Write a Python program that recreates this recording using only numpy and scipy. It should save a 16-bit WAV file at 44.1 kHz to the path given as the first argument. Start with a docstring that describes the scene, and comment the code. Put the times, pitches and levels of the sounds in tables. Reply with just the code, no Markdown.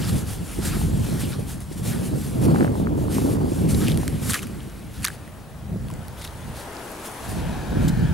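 """A windy walk over wet sand

Someone carries a camera over rippled wet sand onto mud. Jeans and soles swish with each stride,
water squelches out under the shoes, and small bubbles ring as they pop. Gusts of swirling air
buffet the microphone openings. Towards the end a far roar, probably surf, swells and is
mirrored by the flat wet ground."""
import sys
import numpy as np
from scipy import signal
from scipy.fft import rfft, irfft, next_fast_len
from scipy.io import wavfile
from scipy.ndimage import uniform_filter1d, minimum_filter1d, map_coordinates

SR = 44100
rng = np.random.default_rng(int(sys.argv[2]) if len(sys.argv) > 2 else 0)


def store_wav(level_fs):
    """Save 16-bit WAV to argv[1]."""
    pcm = np.round(np.clip(np.atleast_2d(level_fs), -1, 1) * 32767)
    wavfile.write(sys.argv[1], SR, pcm.T.astype(np.int16))


N = 358533

# Levels in the tables are relative: the functions set the final loudness.
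# Footfalls. Each row: landing time and heel-to-toe roll in seconds, cloth and scuff levels in dB.
FOOTFALLS = [(0.0, 0.16, -41, -44.5), (0.634, 0.11, -41.5, -41), (1.05, .25, -45, -49),
             (1.86, 0.17, -45, -52.5), (2.43, 0.21, -46.5, -47.5), (3.119, 0.21, -42.5, -46.5),
             (3.71, 0.2, -41, -47.5), (4.24, 0.13, -39, -44), (4.951, 0.18, -50, -52),
             (6.19, 0.069, -49.5, -49.5), (6.572, 0.037, -47, -46.5), (7.25, 0.14, -48.5, -50)]
# Denim brushing denim as a leg swings. Each row: peak time in seconds, level in dB, length in seconds.
LEG_SWISHES = [(0.08, -37, 0.018), (0.183, -39, 0.037), (0.304, -39, 0.051), (0.528, -43, 0.11),
               (0.659, -32.5, 0.031), (0.805, -40.5, 0.067), (1.209, -36, 0.022), (1.31, -44, .025),
               (1.4, -48, 0.015), (1.504, -40.5, 0.039), (1.613, -48, 0.015), (1.726, -46.5, 0.026),
               (1.782, -43.5, 0.025), (1.876, -36.5, 0.053), (2.06, -42, 0.032), (2.22, -43.5, 0.12),
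               (2.445, -40, 0.035), (2.778, -48, 0.043), (3.01, -47.5, 0.053), (3.145, -37.5, 0.036),
               (3.55, -44.5, 0.11), (3.705, -35.5, 0.023), (3.804, -39.5, .05), (4.003, -44, 0.06),
               (4.3, -34, 0.055), (7.058, -39.5, 0.024), (7.3, -42, 0.03), (7.84, -46.5, 0.036)]
# Clothes and soles never quite rest. Each row: time in seconds, cloth and scuff levels in dB.
RESTING_RUSTLE = [(0, -52.5, -55), (1.1, -45, -48), (1.65, -54, -57), (2.3, -48.5, -51),
                  (2.9, -55.5, -55.5), (4.1, -47, -50), (4.6, -53, -53), (5.55, -59, -60.5),
                  (6.4, -53, -55), (7.15, -47, -52), (7.55, -52, -47), (8.13, -53, -50)]
# Water pressed from under a sole. Each row: middle time and half length in seconds,
# pitch of the large bubbles in Hz, then levels of the large, medium and fine bubbles in dB.
SQUEEZES = [(0.042, 0.03, 1390, -59, -40, -55), (0.091, 0.0081, 1310, -38, -37, -37),
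            (.745, 0.021, 1280, -39.5, -55, -55), (1.209, 0.0097, 2400, -47, -42, -48),
            (1.242, .009, 2900, -43, -42, -50), (1.334, 0.017, 1320, -41.5, -41.5, -50),
            (1.935, .03, 1440, -42, -47, -58), (3.747, .003, 2400, -50, -32.5, -42),
            (3.826, 0.018, 1500, -37, -40.5, -50), (3.884, 0.034, 2590, -40, -38, -52),
            (4.307, 0.0062, 1490, -36, -36, -24), (4.347, 0.0092, 1780, -25, -32, -28.5),
            (4.38, .012, 2400, -42, -52, -54), (4.43, .01, 1390, -41.5, -42.5, -40),
            (5.036, 0.0066, 2190, -43, -41, -36), (5.05, .0028, 1680, -26, -23, -18.5),
            (5.077, .007, 1650, -37, -40, -38), (6.219, 0.0058, 1880, -47, -43, -44),
            (6.247, 0.0062, 1720, -45, -39, -40.5), (7.886, 0.0063, 1700, -44, -36.5, -33.5)]
# Single bubbles bursting. Each row: time in seconds, ring level in dB, pitch in Hz, spray level in dB.
BUBBLE_POPS = [(1.0425, -19, 12300, -47), (1.605, -20, 10200, -46), (3.6903, -20, 10500, -31),
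               (3.883, -13, 2500, -23), (3.8993, -19, 3280, -30), (3.9188, -17, 3620, -28),
               (3.9453, -30, 3000, -32), (3.9746, -15, 9470, -25), (4.079, -10, 8500, -22.5),
               (4.2972, -20.5, 1480, -20), (4.3222, -18, 3400, -31), (4.3345, -13, 8060, -15),
               (4.343, -17, 3040, -16.5), (4.392, -18, 2440, -44), (4.4301, -33, 3200, -28.5),
               (4.47, -30, 2330, -34), (4.605, -31, 3100, -53), (5.023, -33, 9000, -34),
               (5.0444, -11, 9000, -17.5), (5.0475, -14, 2160, -33), (5.051, -8, 4430, -26),
               (5.0517, -14.5, 1210, -36), (5.0617, -14, 5900, -30), (5.066, -18, 1770, -29),
               (5.0727, -14.5, 3870, -36), (5.0825, -16, 1510, -24.5), (5.102, -23, 1630, -44),
               (5.2775, -34, 1810, -46), (5.885, -29.5, 3230, -39), (5.902, -24, 990, -36),
               (5.9126, -35, 2880, -37), (5.939, -25.5, 7850, -41), (6.0827, -22, 11600, -38),
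               (6.2495, -27, 3800, -28.5), (6.276, -25.5, 3900, -37), (6.768, -24.5, 4940, -46),
               (6.918, -20, 12400, -43)]
# The wind's slow course. Each row: time in seconds, then deep push, buffet and flutter levels in dB.
WIND_LEVELS = [(0, -33, -25, -37), (0.5, -35, -34.5, -44), (0.85, -27.5, -21, -33), (1.25, -34, -24, -33.5),
               (1.65, -38, -36.5, -50), (1.95, -36, -23.5, -30.5), (2.3, -35, -23.5, -34),
               (2.58, -34, -21.5, -22.5), (2.78, -33.5, -25, -28.5), (3.3, -33.5, -22, -26),
               (3.95, -33, -20, -29.5), (4.7, -41, -35.5, -45.5), (5.48, -46, -41, -55),
               (5.85, -40, -31, -48), (6.2, -39.5, -43, -64), (7.17, -53.5, -57, -54),
               (7.3, -33, -30.5, -39), (8.13, -26, -19.5, -40.5)]
# Gusts and lulls. Each row: peak time in seconds, buffet and flutter changes in dB, half length in seconds.
GUSTS_AND_LULLS = [(0.157, 13, 10, 0.039), (.52, -5, 1, .04), (0.594, 7.5, 8, 0.014),
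                   (1.677, -1.5, -7, .025), (2.115, 2, 1.5, 0.032), (2.259, -6, -6, 0.056),
                   (2.48, 9, 5.5, 0.059), (2.62, -1, 2.5, .06), (3.526, -5, -5, 0.046),
                   (3.733, 5, -0.5, 0.08), (4.302, 4, 2.5, .03), (4.386, -11, -3.5, 0.046),
                   (5.002, 7.5, -2, .03), (5.725, 9.5, 13, 0.068), (5.964, 6, 7, 0.056),
                   (6.494, 11, 1, 0.13), (7.477, 2.5, 1.5, 0.052), (7.646, -10, -2, 0.08),
                   (7.796, 6.5, 12, 0.13)]
# Eddies, small swirls of air that snap. Each row: time in seconds, level in dB, pitch in Hz.
EDDY_SNAPS = [(.588, -17, 345), (.815, -19, 834), (1.392, -18.5, 447), (1.713, -18.5, 298),
              (2.546, -10.5, 800), (2.56, -14, 1330), (2.608, -13, 1570), (2.628, -17, 1500),
              (2.646, -15, 1470), (2.678, -18, 1480), (2.754, -17.5, 850), (2.8708, -14, 1260),
              (3.083, -19, 905), (3.183, -12.5, 950), (3.259, -20, 750), (3.369, -19, 880),
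              (3.414, -22, 750), (4.032, -17.5, 840)]
# Which way the air crosses. Each row: time in seconds, direction (+1 left to right, -1 right to left).
WIND_DIRECTION = [(0, 1), (3.7, 0.89), (5.5, 0.56), (5.9, -0.84), (8.13, -1)]
# Eddies reach the upwind opening first. Each row: frequency in Hz, head start (phase) in radians.
UPWIND_LEAD = [(20, .1), (70, 0.15), (160, 0.93), (340, 1.63), (860, 2.04)]
# The far roar. Each row: time in seconds, level in dB, echo delay in milliseconds, echo strength (0 to 1).
SURF_COURSE = [(0, -45.5, 2, 0), (4.6, -50.5, 1.7, 0.13), (5.5, -47.5, 1.63, 0.16), (6.1, -45, 1.32, 0.1),
               (6.5, -41, 0.42, 0.07), (6.75, -36, 0.68, 0.08), (7.05, -35.5, 0.81, 0.2),
               (7.3, -37.5, 1.12, 0.33), (7.6, -38.5, 1.24, 0.3), (7.85, -38.5, 1.3, 0.1),
               (8.13, -41.5, 1.27, 0.3)]
# A hollow tone grows as the roar spreads. Each row: time in seconds, level in dB compared with the roar.
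HOLLOW_GROWTH = [(6.9, -29), (7.3, -31), (7.6, -11), (7.9, -3)]

# The tone colour of each noise. Each row: frequency in Hz, strength there in dB.
CLOTH_COLOUR = [(600, -15), (1500, -14.5), (3000, -10), (5500, -4), (8000, -0.5), (10000, 1.5),
                (12000, -1.5), (14000, -8.5), (16000, -14)]
SCUFF_COLOUR = [(300, -4.5), (700, 2.5), (1000, -0.5), (1370, 3.5), (2100, 0.5), (3200, 0.5), (4400, -2),
                (7000, -13), (12000, -28)]
SPRAY_COLOUR = [(500, -38), (1400, 3), (4000, -1), (6500, -6), (10000, 2.5), (13000, -2), (16000, -2.5)]
PUSH_COLOUR = [(15, -20), (28, -10.5), (52, 2.5), (80, 2), (120, -5.5), (250, -34), (600, -80)]
BUFFET_COLOUR = [(30, -40), (60, -12.5), (90, -1), (150, 1), (230, -4), (330, -18.5), (600, -36),
                 (1500, -82)]
FLUTTER_COLOUR = [(100, -31), (200, -3), (290, -0.5), (420, -7.5), (650, -16), (1000, -24), (1800, -49.5),
                  (4000, -55)]
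CRACKLE_COLOUR = [(300, -29), (800, 9), (1500, -2), (2300, -17), (5000, -40)]
ROAR_COLOUR = [(25, -4), (60, -3), (150, 0), (400, 3), (850, 2), (1200, -3.5), (1650, -6), (2300, -11),
               (4400, -19.5), (7000, -21.5), (15000, -35)]
HOLLOW_COLOUR = [(900, -23), (1350, 9), (1700, 14), (2050, -2), (2450, 3), (2750, -4), (3100, 1),
                 (3500, -17), (4400, -8), (5200, -14), (6000, -6), (7500, -9), (15000, -22)]
HISS_COLOUR = [(2000, -5), (10000, -13), (16000, 6)]
# How alike left and right sound. Each row: frequency in Hz, likeness (1 the same, 0 unrelated).
WIND_LIKENESS = [(60, 0.84), (300, 0.66), (640, 1), (1400, 0.88)]
NEAR_LIKENESS = [(1000, 1), (4000, 0.9), (12000, 0.79)]
ROAR_LIKENESS = [(150, 1), (700, 0.84), (1400, 0.74), (3100, 0.17)]

TOP_HZ = 15850  # the highest frequency the camera lets through


def strides():
    """Cloth brushes past cloth while the sole scuffs over the sand and single grains tick against it."""
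    cloth_level, scuff_level = rubbing_levels()
    cloth = unit(amp(0.96 * wobble(350)) * patchy(noise(CLOTH_COLOUR, NEAR_LIKENESS), depth_db=1.5))
    scuff = unit(amp(0.37 * wobble(220)) * patchy(noise(SCUFF_COLOUR, NEAR_LIKENESS), depth_db=2.0))
    grains = (rng.random(N) < 250 / SR) * rng.standard_normal(N)  # about 250 a second
    grit = unit(filtered(grains, lambda hz: amp(along(CLOTH_COLOUR, hz))))
    return cloth_level * (amp(1.23) * cloth + amp(-12) * grit) + amp(2.6) * scuff_level * scuff


def rubbing_levels():
    """How hard cloth and soles rub: footfalls, leg swings and the rustle between them add their power."""
    cloth, scuff = (amp(db) ** 2 for db in curves(RESTING_RUSTLE))
    for landing, roll, cloth_db, scuff_db in FOOTFALLS:
        contact = swell(landing, rise_s=0.025, hold_s=roll, fall_s=0.033)
        cloth += (amp(cloth_db) * contact) ** 2
        scuff += (amp(scuff_db) * contact) ** 2
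    swish = sum((amp(db) * swell(peak, 0.78 * length, 0, 1.26 * length)) ** 2
                for peak, db, length in LEG_SWISHES)
    dull_rub = amp(-6.5) ** 2 * swish
    return np.sqrt(cloth + swish), np.sqrt(scuff + dull_rub)


def patchy(sound, depth_db):
    """Random patches of time and pitch get louder or softer, mottling the rustle."""
    spectra = signal.stft(sound, nperseg=512)[2]
    patches = uniform_filter1d(rng.standard_normal(spectra.shape[1:]), size=7, axis=0)
    patches = uniform_filter1d(patches, size=12, axis=1)
    return signal.istft(spectra * amp(depth_db * unit(patches)), nperseg=512)[1][:, :N]


def squelches(medium_hz=4340, fine_hz=10100):
    """Each squeeze frees swarms of large, medium and fine bubbles; a longer squeeze frees more."""
    out, lead_s = np.zeros((2, N)), 1 / 8
    for middle, half_s, large_hz, large_db, medium_db, fine_db in SQUEEZES:
        swarms = [(large_db, large_hz, 0.27), (medium_db, medium_hz, 0.34), (fine_db, fine_hz, 0.33)]
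        for db, hz, spread_octaves in swarms:
            swarm = np.zeros((2, SR // 2))
            draws = rng.standard_normal((120, 4))[:int(12 + 2200 * half_s)]
            for place, (late, pitch, size, pan) in zip(np.linspace(-1.7, 1.7, len(draws)), draws):
                ring = bubble(min(hz * 2 ** (spread_octaves * pitch), TOP_HZ), cycles=22, rise=0.05)
                # bubbles start abruptly and thin out slowly
                start = lead_s + (place + 0.2 * place ** 2 + 0.08 * late) * half_s
                strength = amp(2.1 * size) * np.exp(-place ** 2 / 2)
                add(swarm, start, strength * lean_left(1.8 * pan) * ring)
            # the energy of the squeeze is spread over its length
            gain = amp(db) * np.sqrt(4 * half_s * SR / np.sum(swarm ** 2))
            add(out, middle - lead_s, gain * swarm)
    return out


def pops():
    """A bursting bubble rings briefly and throws a tick of spray."""
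    rings, spray_level = np.zeros((2, N)), np.zeros(N)
    t = np.arange(SR // 50) / SR
    fade_db = -60 * t / 0.0078
    for (start, db, hz, spray_db), pan in zip(BUBBLE_POPS, rng.standard_normal(len(BUBBLE_POPS))):
        add(rings, start, amp(db + 1) * lean_left(1.2 * pan) * bubble(hz, cycles=17, rise=0.06))
        add(spray_level, start, amp(spray_db + 4.5 + fade_db))
    return rings + spray_level * noise(SPRAY_COLOUR, NEAR_LIKENESS)


def seepage(mean_wait_s=0.16, centre_hz=4150, spread_octaves=0.76):
    """Water seeps back into each footprint and five faint bubbles burst at random."""
    out = np.zeros(N)
    for landing, roll, _, scuff_db in FOOTFALLS:
        for wait, (pitch, size) in zip(rng.exponential(size=5), rng.standard_normal((5, 2))):
            ring = bubble(min(centre_hz * 2 ** (spread_octaves * pitch), TOP_HZ), cycles=13, rise=0.06)
            add(out, landing + roll / 2 + mean_wait_s * wait, amp(scuff_db + 11.5 + size) * ring)
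    return out


def bubble(hz, cycles, rise):
    """A pocket of air rings, fading 60 dB over the given cycles, its pitch rising as it opens."""
    turns = hz * np.arange(SR // 40) / SR
    age = turns / cycles
    opening = 1 - np.exp(-(2 * turns) ** 2)
    tone = np.sin(2 * np.pi * turns * (1 + rise * np.minimum(age, 1)))
    return tone * amp(-60 * age) * opening


def wind():
    """Faster air makes smaller eddies: a deep push gives way to buffets, flutter and then crackle."""
    push_db, buffet_db, flutter_db = curves(WIND_LEVELS)
    for peak, buffet_change_db, flutter_change_db, half_s in GUSTS_AND_LULLS:
        gust = swell(peak, half_s, 0, half_s)
        push_db += 0.46 * buffet_change_db * gust
        buffet_db += buffet_change_db * gust
        flutter_db += flutter_change_db * gust
    # the air breaks up into crackle, at full strength once flutter_db reaches -22.5
    crackle_db = -36 + 2.5 * np.minimum(flutter_db + 22.5, 0)
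    lumps = wobble(28)
    push = noise(PUSH_COLOUR, WIND_LIKENESS)
    buffet = unit(amp(1.5 * lumps) * noise(BUFFET_COLOUR, WIND_LIKENESS))
    flutter = unit(amp(1.33 * lumps + 3.2 * wobble(140)) * noise(FLUTTER_COLOUR, WIND_LIKENESS))
    crackle = unit(amp(3.5 * wobble(260)) * noise(CRACKLE_COLOUR, WIND_LIKENESS))
    return (amp(push_db + 0.5) * push + amp(buffet_db - 0.83) * buffet
            + amp(flutter_db + 3) * flutter + amp(crackle_db) * crackle)


def eddies():
    """Single eddies snap at the microphone openings, each a short ring shaped like a bubble's."""
    out = np.zeros((2, N))
    for (start, db, hz), pan in zip(EDDY_SNAPS, rng.standard_normal(len(EDDY_SNAPS))):
        add(out, start, amp(db + 6) * lean_left(2 * pan) * bubble(hz, cycles=6.5, rise=0.033))
    return out


def across_openings(air):
    """The same eddies pass one microphone opening and then the other."""
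    direction, = curves(WIND_DIRECTION)
    common = filtered(air, lambda hz: np.cos(along(UPWIND_LEAD, hz) / 2))
    lead = filtered(air, lambda hz: 1j * np.sin(along(UPWIND_LEAD, hz) / 2))
    return common + np.array([[1], [-1]]) * direction * lead


def surf():
    """A far roar arrives direct and off the wet ground; the changing delay sweeps hollows through it."""
    level_db, delay_ms, echo_strength = curves(SURF_COURSE)
    hollow_db, = curves(HOLLOW_GROWTH)
    roar = noise(ROAR_COLOUR, ROAR_LIKENESS) + amp(hollow_db) * noise(HOLLOW_COLOUR, ROAR_LIKENESS)
    now = np.arange(N)
    earlier = now - delay_ms * SR / 1000
    echo = np.array([np.interp(earlier, now, side) for side in roar])
    return amp(level_db + 1.1 * wobble(6)) * lean_left(1.5) * (roar + echo_strength * echo)


def electronics(hiss_db=-64, whine_db=-68, whine_hz=15625):
    """The camera's own faint hiss and thin whine."""
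    whine = np.sqrt(2) * np.sin(2 * np.pi * whine_hz * np.arange(N) / SR)
    return amp(hiss_db) * noise(HISS_COLOUR, NEAR_LIKENESS) + amp(whine_db) * whine


def amp(db):
    """Turn decibels into a number to multiply by."""
    return 10 ** (np.asarray(db) / 20)


def lean_left(db):
    """Gains that turn the left side up by db and the right side down as much."""
    return amp([[db], [-db]])


def unit(sound):
    """Scale a sound to an average power of 1."""
    return sound / np.sqrt(np.mean(sound ** 2) + 1e-20)


def along(table, hz):
    """Read between the rows of a frequency table, on a scale of octaves."""
    row_hz, values = np.transpose(table)
    return np.interp(np.log(hz + 1), np.log(row_hz + 1), values)


def curves(table):
    """One value per sample for each column after the time."""
    times, *columns = np.transpose(table)
    return [np.interp(np.arange(N) / SR, times, column) for column in columns]


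def swell(peak_s, rise_s, hold_s, fall_s):
    """A level that rises smoothly to 1, holds and falls."""
    t = np.arange(N) / SR - peak_s
    outside = np.minimum(t, 0) / rise_s + np.maximum(t - hold_s, 0) / fall_s
    return np.exp(-np.minimum(outside ** 2, 20))


def wobble(rate):
    """A smooth curve through rate random points a second."""
    return map_coordinates(rng.standard_normal(int(N * rate / SR) + 4), [np.arange(N) * rate / SR])


def filtered(sound, response):
    """Multiply each frequency in a sound by response(hz)."""
    size = next_fast_len(N + SR // 4)
    return irfft(rfft(sound, size) * response(np.fft.rfftfreq(size, 1 / SR)), size)[..., :N]


def noise(colour, likeness):
    """Stereo noise of power 1 with a given tone colour and left-right likeness."""
    def response(hz):
        width = np.arccos(np.clip(along(likeness, hz), -1, 1)) / 2
        return amp(along(colour, hz)) * [np.cos(width), np.sin(width)]
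    mid, side = filtered(rng.standard_normal((2, N)), response)
    return unit(np.array([mid + side, mid - side]))


def add(track, start_s, sound):
    """Mix a short sound into a track."""
    where = round(start_s * SR) + np.arange(sound.shape[-1])
    inside = (where >= 0) & (where < track.shape[-1])
    track[..., where[inside]] += sound[..., inside]


def scene():
    """Feet below the camera, wind on it, surf far off."""
    # the water sounds have no bass, and the microphone dulls their highest treble
    water_band = signal.butter(N=3, Wn=[950, 13000], btype="bandpass", fs=SR, output="sos")
    water = amp(-0.5) * signal.sosfilt(water_band, squelches() + pops() + seepage())
    air = across_openings(wind() + eddies())
    return (strides() + water) * lean_left(0.3) + air * lean_left(-0.25) + surf()


def record(dry, ceiling_db=-6.5):
    """The camera turns down the loudest peaks, adds its own noise and cuts the highest treble."""
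    needed = np.minimum(1, amp(ceiling_db) / (np.abs(dry).max(axis=0) + 1e-9))
    gain = uniform_filter1d(minimum_filter1d(needed, size=441), size=441)  # smoothed over 10 ms
    return filtered(dry * gain + electronics(), lambda hz: hz < TOP_HZ)


dry = scene()
out = record(dry)
store_wav(out)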